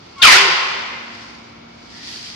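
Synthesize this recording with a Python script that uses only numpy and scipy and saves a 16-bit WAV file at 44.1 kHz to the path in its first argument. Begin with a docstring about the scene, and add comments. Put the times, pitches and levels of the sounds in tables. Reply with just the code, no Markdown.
"""Machines hum throughout in a large, hard workshop. An air valve on a panel press squeaks, then dumps
its air in a blast that overloads the microphone. The rushing air carries a falling whistle and a low
thump, and makes the exhaust pipe drone briefly. The hall rings on. Later a softer hiss, as of a thin
sheet sliding, swells twice, with a faint scrape as the second swell begins."""
import sys
import numpy as np
from scipy import signal
from scipy.fft import rfft, irfft
from scipy.io import wavfile

SR = 44100
rng = np.random.default_rng(int(sys.argv[2]) if len(sys.argv) > 2 else 0)


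def store_wav(level_fs):
    """Save 16-bit WAV to argv[1]."""
    pcm = np.round(np.clip(np.atleast_2d(level_fs), -1, 1) * 32767)
    wavfile.write(sys.argv[1], SR, pcm.T.astype(np.int16))


N = 103635
T = np.arange(N) / SR

# How alike left and right are in the room's noise (1 same, -1 opposite): frequency_hz, likeness
ROOM_LIKENESS = [(60, .95), (150, 1), (290, 0.73), (640, -0.7), (1400, 0.17), (4000, -0.18)]


def blast():
    """Air seeps from the valve, bursts out, holds and dies away as the pressure drops."""
    # Tone colour of the rushing air: frequency_hz, level_db
    air_colour = [(30, -40), (200, -19.5), (550, -11), (800, -3), (1100, -0.5), (1700, -1), (2400, -0.5),
                  (3600, -2.5), (4800, 0), (6400, -8), (10000, -24.5), (15000, -43)]
    leak_s, open_s, attack_s, hold_s = 0.179, 0.2177, 0.013, 0.12
    leak_db, fall_db_per_s = -33.5, 158
    opening = np.clip((T - open_s) / attack_s, 0, 1)
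    dying = amp(-fall_db_per_s * np.maximum(T - open_s - hold_s, 0))
    leak = amp(leak_db) * gate(leak_s, open_s, 0.004, 0.004)
    rush = amp(-8) * (opening * dying + leak) * noise(air_colour)
    flutter = amp(1.87 * wander(58))
    return hall(rush * flutter, echo_db=-1.5)


def whistle():
    """A rough whistle falls with the pressure; an octave above it is a broad screech that narrows."""
    # Path of the whistle: time_s, pitch_hz, tone_db, octave_db, octave_scatter_hz
    path = [(.215, 1850, -56, -27, 154), (.221, 1839, -28, -6.5, 212.5), (.231, 1643, -18.5, -2.5, 700),
            (.242, 1471, -13.5, -5, 404.4), (0.255, 1355, -3.5, -2, 247), (.268, 1135, -15.5, -11.5, 245),
            (.288, 1022, -10, -3.5, 152), (.312, 998.5, -32, -12, 124), (0.349, 943, -45, -12, 202)]
    time_s, pitch_hz, tone_db, octave_db, scatter_hz = np.transpose(path)
    jitter, clear_share = 0.04416, 0.29
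    pitch = np.interp(T, time_s, pitch_hz) * (1 + jitter * wander(310))
    low = amp(np.interp(T, time_s, tone_db)) * sine(pitch)
    scatter = np.interp(T, time_s, scatter_hz)
    screech = np.array([narrow_noise(2 * pitch + scatter * wander(515), width_hz=170) for _ in range(2)])
    octave = np.sqrt(1 - clear_share ** 2) * screech + clear_share * sine(2 * pitch)
    high = amp(np.interp(T, time_s, octave_db)) * octave
    stereo = low * amp([[1.1], [-1.5]]) + high * amp([[-0.2], [0.2]])  # left and right levels
    return hall(stereo * gate(time_s[0], time_s[-1], 0.0046, 0.01), echo_db=-6)


def pipe():
    """The escaping air makes the pipe ring at its own pitches, each one wavering."""
    # Notes of the exhaust pipe: pitch_hz, width_hz, start_s, end_s, level_db, to_hall_db
    notes = [(384, 15.1, .335, 0.486, -31.5, 0), (180.4, 19.6, 0.405, 0.55, -43.5, -4.5),
             (495.4, 30.4, 0.398, 0.5, -40, 7), (749, 31, 0.3, 0.357, -32.5, 3),
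             (1405, 48.4, 0.341, 0.366, -13, -3), (1046, 53.8, 0.373, 0.498, -27.5, 5),
             (2144, 296, 0.277, 0.413, -18, -10), (2650, 360, 0.219, 0.412, -18.5, -1.5),
             (4600, 259, 0.2143, 0.33, -20.5, -15)]
    direct, to_hall = np.zeros(N), np.zeros(N)
    for pitch_hz, width_hz, start_s, end_s, level_db, to_hall_db in notes:
        pitch = pitch_hz + width_hz * wander(width_hz)
        tone = amp(level_db) * gate(start_s, end_s, 0.012, 0.012) * sine(pitch)
        direct += tone
        to_hall += amp(to_hall_db) * tone
    echo = hall(to_hall, echo_db=-2) - to_hall
    return direct + echo


def thump():
    """One low push of air and a short rumble."""
    centre_s, width_s, pitch_hz, rumble_s = 0.249, 0.0043, 63.4, 1.04
    age = T - centre_s
    push = amp(-23) * np.sin(2 * np.pi * pitch_hz * age) * np.exp(-(age / width_s) ** 2 / 2)
    # Tone colour of the rumble: frequency_hz, level_db
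    rumble_colour = [(25, -8), (70, -33), (160, -12), (300, 30), (600, 4), (2000, -83)]
    rumble = amp(-35) * noise(rumble_colour, ROOM_LIKENESS)
    rise_and_fall = np.clip(age / 0.013, 0, 1) * amp(-60 * np.maximum(age, 0) / rumble_s)
    return push + rumble * rise_and_fall


def squeak():
    """The valve's seal squeaks as it starts to move."""
    # Squeaks of the seal: start_s, end_s, first_pitch_hz, last_pitch_hz, level_db
    squeaks = [(0.156, 0.225, 1142, 1036, -33), (0.191, 0.216, 1362, 1435, -24.5)]
    overtone_step_db = -8.5
    out = np.zeros(N)
    for start_s, end_s, first_hz, last_hz, level_db in squeaks:
        glide = np.interp(T, [start_s, end_s], [first_hz, last_hz])
        angle = phase(glide * (1 + 0.0086 * wander(150)))
        tone = sum(amp(overtone_step_db * k) * np.sin((k + 1) * angle) for k in range(3))
        out += amp(level_db) * unit(tone) * gate(start_s, end_s, 0.047, 0.0034)
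    return hall(out, echo_db=3)


def slide():
    """A slightly grainy hiss, like a sliding sheet, swells twice; a thin fizz tops its loudest moment."""
    # Swells of the hiss: time_s, level_db
    swells = [(0, -52.5), (.18, -49), (1.05, -48.5), (1.22, -40.5), (1.38, -48), (1.65, -57.5),
              (1.85, -48.5), (1.9, -44.5), (2.0, -39.5), (2.11, -32.5), (2.21, -34), (2.29, -33.5),
              (2.35, -37.5)]
    # Tone colour of the hiss: frequency_hz, level_db
    hiss_colour = [(200, -23.5), (1200, -16), (1900, -5), (2600, -5), (3300, -2), (3900, -3), (4600, 3),
                   (5300, -1), (6300, -8.5), (8500, -22.5), (12500, -37), (15000, -52)]
    # Tone colour of the high fizz on top: frequency_hz, level_db
    fizz_colour = [(3000, -40), (6000, -4), (8000, 0), (12500, -10), (15000, -26)]
    level_db = np.interp(T, *np.transpose(swells))
    peak_db = level_db.max()
    fizz_db = peak_db - 20 + 3 * (level_db - peak_db)  # drops away quickly on each side of the peak
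    fizz = amp(fizz_db) * noise(fizz_colour)
    hiss = amp(level_db) * noise(hiss_colour)
    grain = amp(wander(300) + 0.76 * wander(25))
    return (hiss + fizz) * grain


def scrape():
    """A faint, narrow scrape as the second swell of hiss begins."""
    rasp = np.array([narrow_noise(pitch_hz=1866, width_hz=330) for _ in range(2)])
    return amp(-47.5) * gate(start_s=1.9, end_s=2.14, rise_s=0.038, fall_s=0.086) * rasp


def machines():
    """Several machines hum, some starting or stopping, over the steady noise of the workshop."""
    # Tone colour of the workshop's noise: frequency_hz, level_db
    shop_colour = [(25, -37), (55, -9.5), (87, -8.5), (160, -8), (280, -9.5), (400, -12), (520, -13.5),
                   (700, -11.5), (1400, -15.5), (1750, -21), (2250, -18.5), (4700, -23), (7000, -35.5),
                   (9000, -70), (11000, -47), (14000, -72)]
    # Hums of the machines: pitch_hz, level_db, start_s, end_s
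    hums = [(233, -49, 0.724, 2.4), (288, -58.5, 0.62, 2.4), (99, -69, 0, 2.4), (349, -59, 0, 2.4),
            (698, -62, 0.27, 2.4), (946, -62.5, 0.24, 2.4), (1350, -62.5, 0, 2.4), (2155, -61, 0.047, 2.02),
            (2268, -58.5, 1.242, 1.89)]
    out = amp(-43) * noise(shop_colour, ROOM_LIKENESS)
    for pitch_hz, level_db, start_s, end_s in hums:
        tone = sine(pitch_hz + 0.82 * wander(3.45))
        waver = 0.37 * np.array([narrow_noise(pitch_hz, width_hz=6.1) for _ in range(2)])
        out += amp(level_db) * (tone + waver) * gate(start_s, end_s, 0.054, 0.054)
    return out


def hall(sound, echo_db):
    """The sound arrives directly, then as a few near echoes and a long, smooth tail."""
    # Time the hall takes to fade by 60 dB: frequency_hz, fade_s
    fade_times = [(60, 0.88), (350, 1.73), (550, 2.27), (1000, 1.84), (2400, 1.79), (4800, 1.34),
                  (7500, 1.43), (13000, 0.6)]
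    # Treble dip in the hall's tail: frequency_hz, level_db
    treble_dip = [(5000, 0), (8000, -9.5), (13000, -2.5)]
    build_s, near_db, near_count = 0.027, -2.5, 8
    hz, time_s, bands = signal.stft(rng.standard_normal((2, N)), SR, nperseg=512)
    fade_db = look_up(treble_dip, hz)[:, None] - 60 * time_s / look_up(fade_times, hz)[:, None]
    tail = signal.istft(bands * amp(fade_db), SR, nperseg=512)[1][:, :N]
    tail *= 1 - np.exp(-T / build_s)
    tail /= np.sqrt(np.sum(amp(-60 * T / look_up(fade_times, 2000)) ** 2))  # longer is not louder
    for side in tail:
        delays = (rng.uniform(0.003, 0.04, size=near_count) * SR).astype(int)
        side[delays] += amp(near_db) * rng.choice([-1, 1], size=near_count) / np.sqrt(near_count)
    stereo = sound * np.ones((2, 1))
    return stereo + amp(echo_db) * signal.fftconvolve(stereo, tail, axes=1)[:, :N]


def amp(db):
    """Turns decibels into a number to multiply by."""
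    return 10 ** (np.asarray(db) / 20)


def unit(x):
    """Scales a signal to an average power of 1."""
    return x / np.sqrt(np.mean(x ** 2) + 1e-20)


def look_up(table, hz):
    """Reads between a table's rows, with frequency spaced by octaves."""
    row_hz, values = np.transpose(table)
    return np.interp(np.log(hz + 1), np.log(row_hz + 1), values)


def noise(colour, likeness=None):
    """Left and right noise with a given tone colour and, if asked, a given likeness."""
    hz = np.fft.rfftfreq(N, 1 / SR)
    left, right = rfft(rng.standard_normal((2, N)))
    if likeness is not None:
        shared = np.clip(look_up(likeness, hz), -1, 1)
        right = shared * left + np.sqrt(1 - shared ** 2) * right
    return unit(irfft(np.array([left, right]) * amp(look_up(colour, hz)), N))


def wander(rate_hz):
    """A smooth random wobble of typical size 1, mostly slower than rate_hz."""
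    hz = np.fft.rfftfreq(N, 1 / SR)
    return unit(irfft(rfft(rng.standard_normal(N)) / (1 + (hz / rate_hz) ** 4), N))


def phase(pitch_hz):
    """The growing angle of a wave with a steady or changing pitch."""
    return 2 * np.pi * np.cumsum(pitch_hz * np.ones(N)) / SR


def sine(pitch_hz):
    """A pure tone with an average power of 1."""
    return unit(np.sin(phase(pitch_hz)))


def narrow_noise(pitch_hz, width_hz):
    """Noise gathered around one pitch."""
    angle = phase(pitch_hz)
    return unit(wander(width_hz / 2) * np.cos(angle) + wander(width_hz / 2) * np.sin(angle))


def gate(start_s, end_s, rise_s, fall_s):
    """Fades in from start_s, holds, and fades out from end_s."""
    return np.clip((T - start_s) / rise_s, 0, 1) * np.clip((end_s - T) / fall_s + 1, 0, 1)


def scene():
    """The valve lets its air go in the busy workshop."""
    return squeak() + blast() + whistle() + pipe() + thump() + machines() + slide() + scrape()


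def record(dry):
    """The overloaded microphone squashes loud peaks; the deepest bass and highest treble are cut."""
    ceiling, hardness, low_cut_hz, high_cut_hz = 0.95, 4, 47, 15400
    squashed = dry / (1 + abs(dry / ceiling) ** hardness) ** (1 / hardness)
    bass_cut = signal.butter(1, low_cut_hz, "highpass", fs=SR, output="sos")
    treble_cut = signal.firwin(101, high_cut_hz, window=("kaiser", 5), fs=SR)
    return signal.oaconvolve(signal.sosfilt(bass_cut, squashed), treble_cut[None], "same")


dry = scene()
out = record(dry)
store_wav(out)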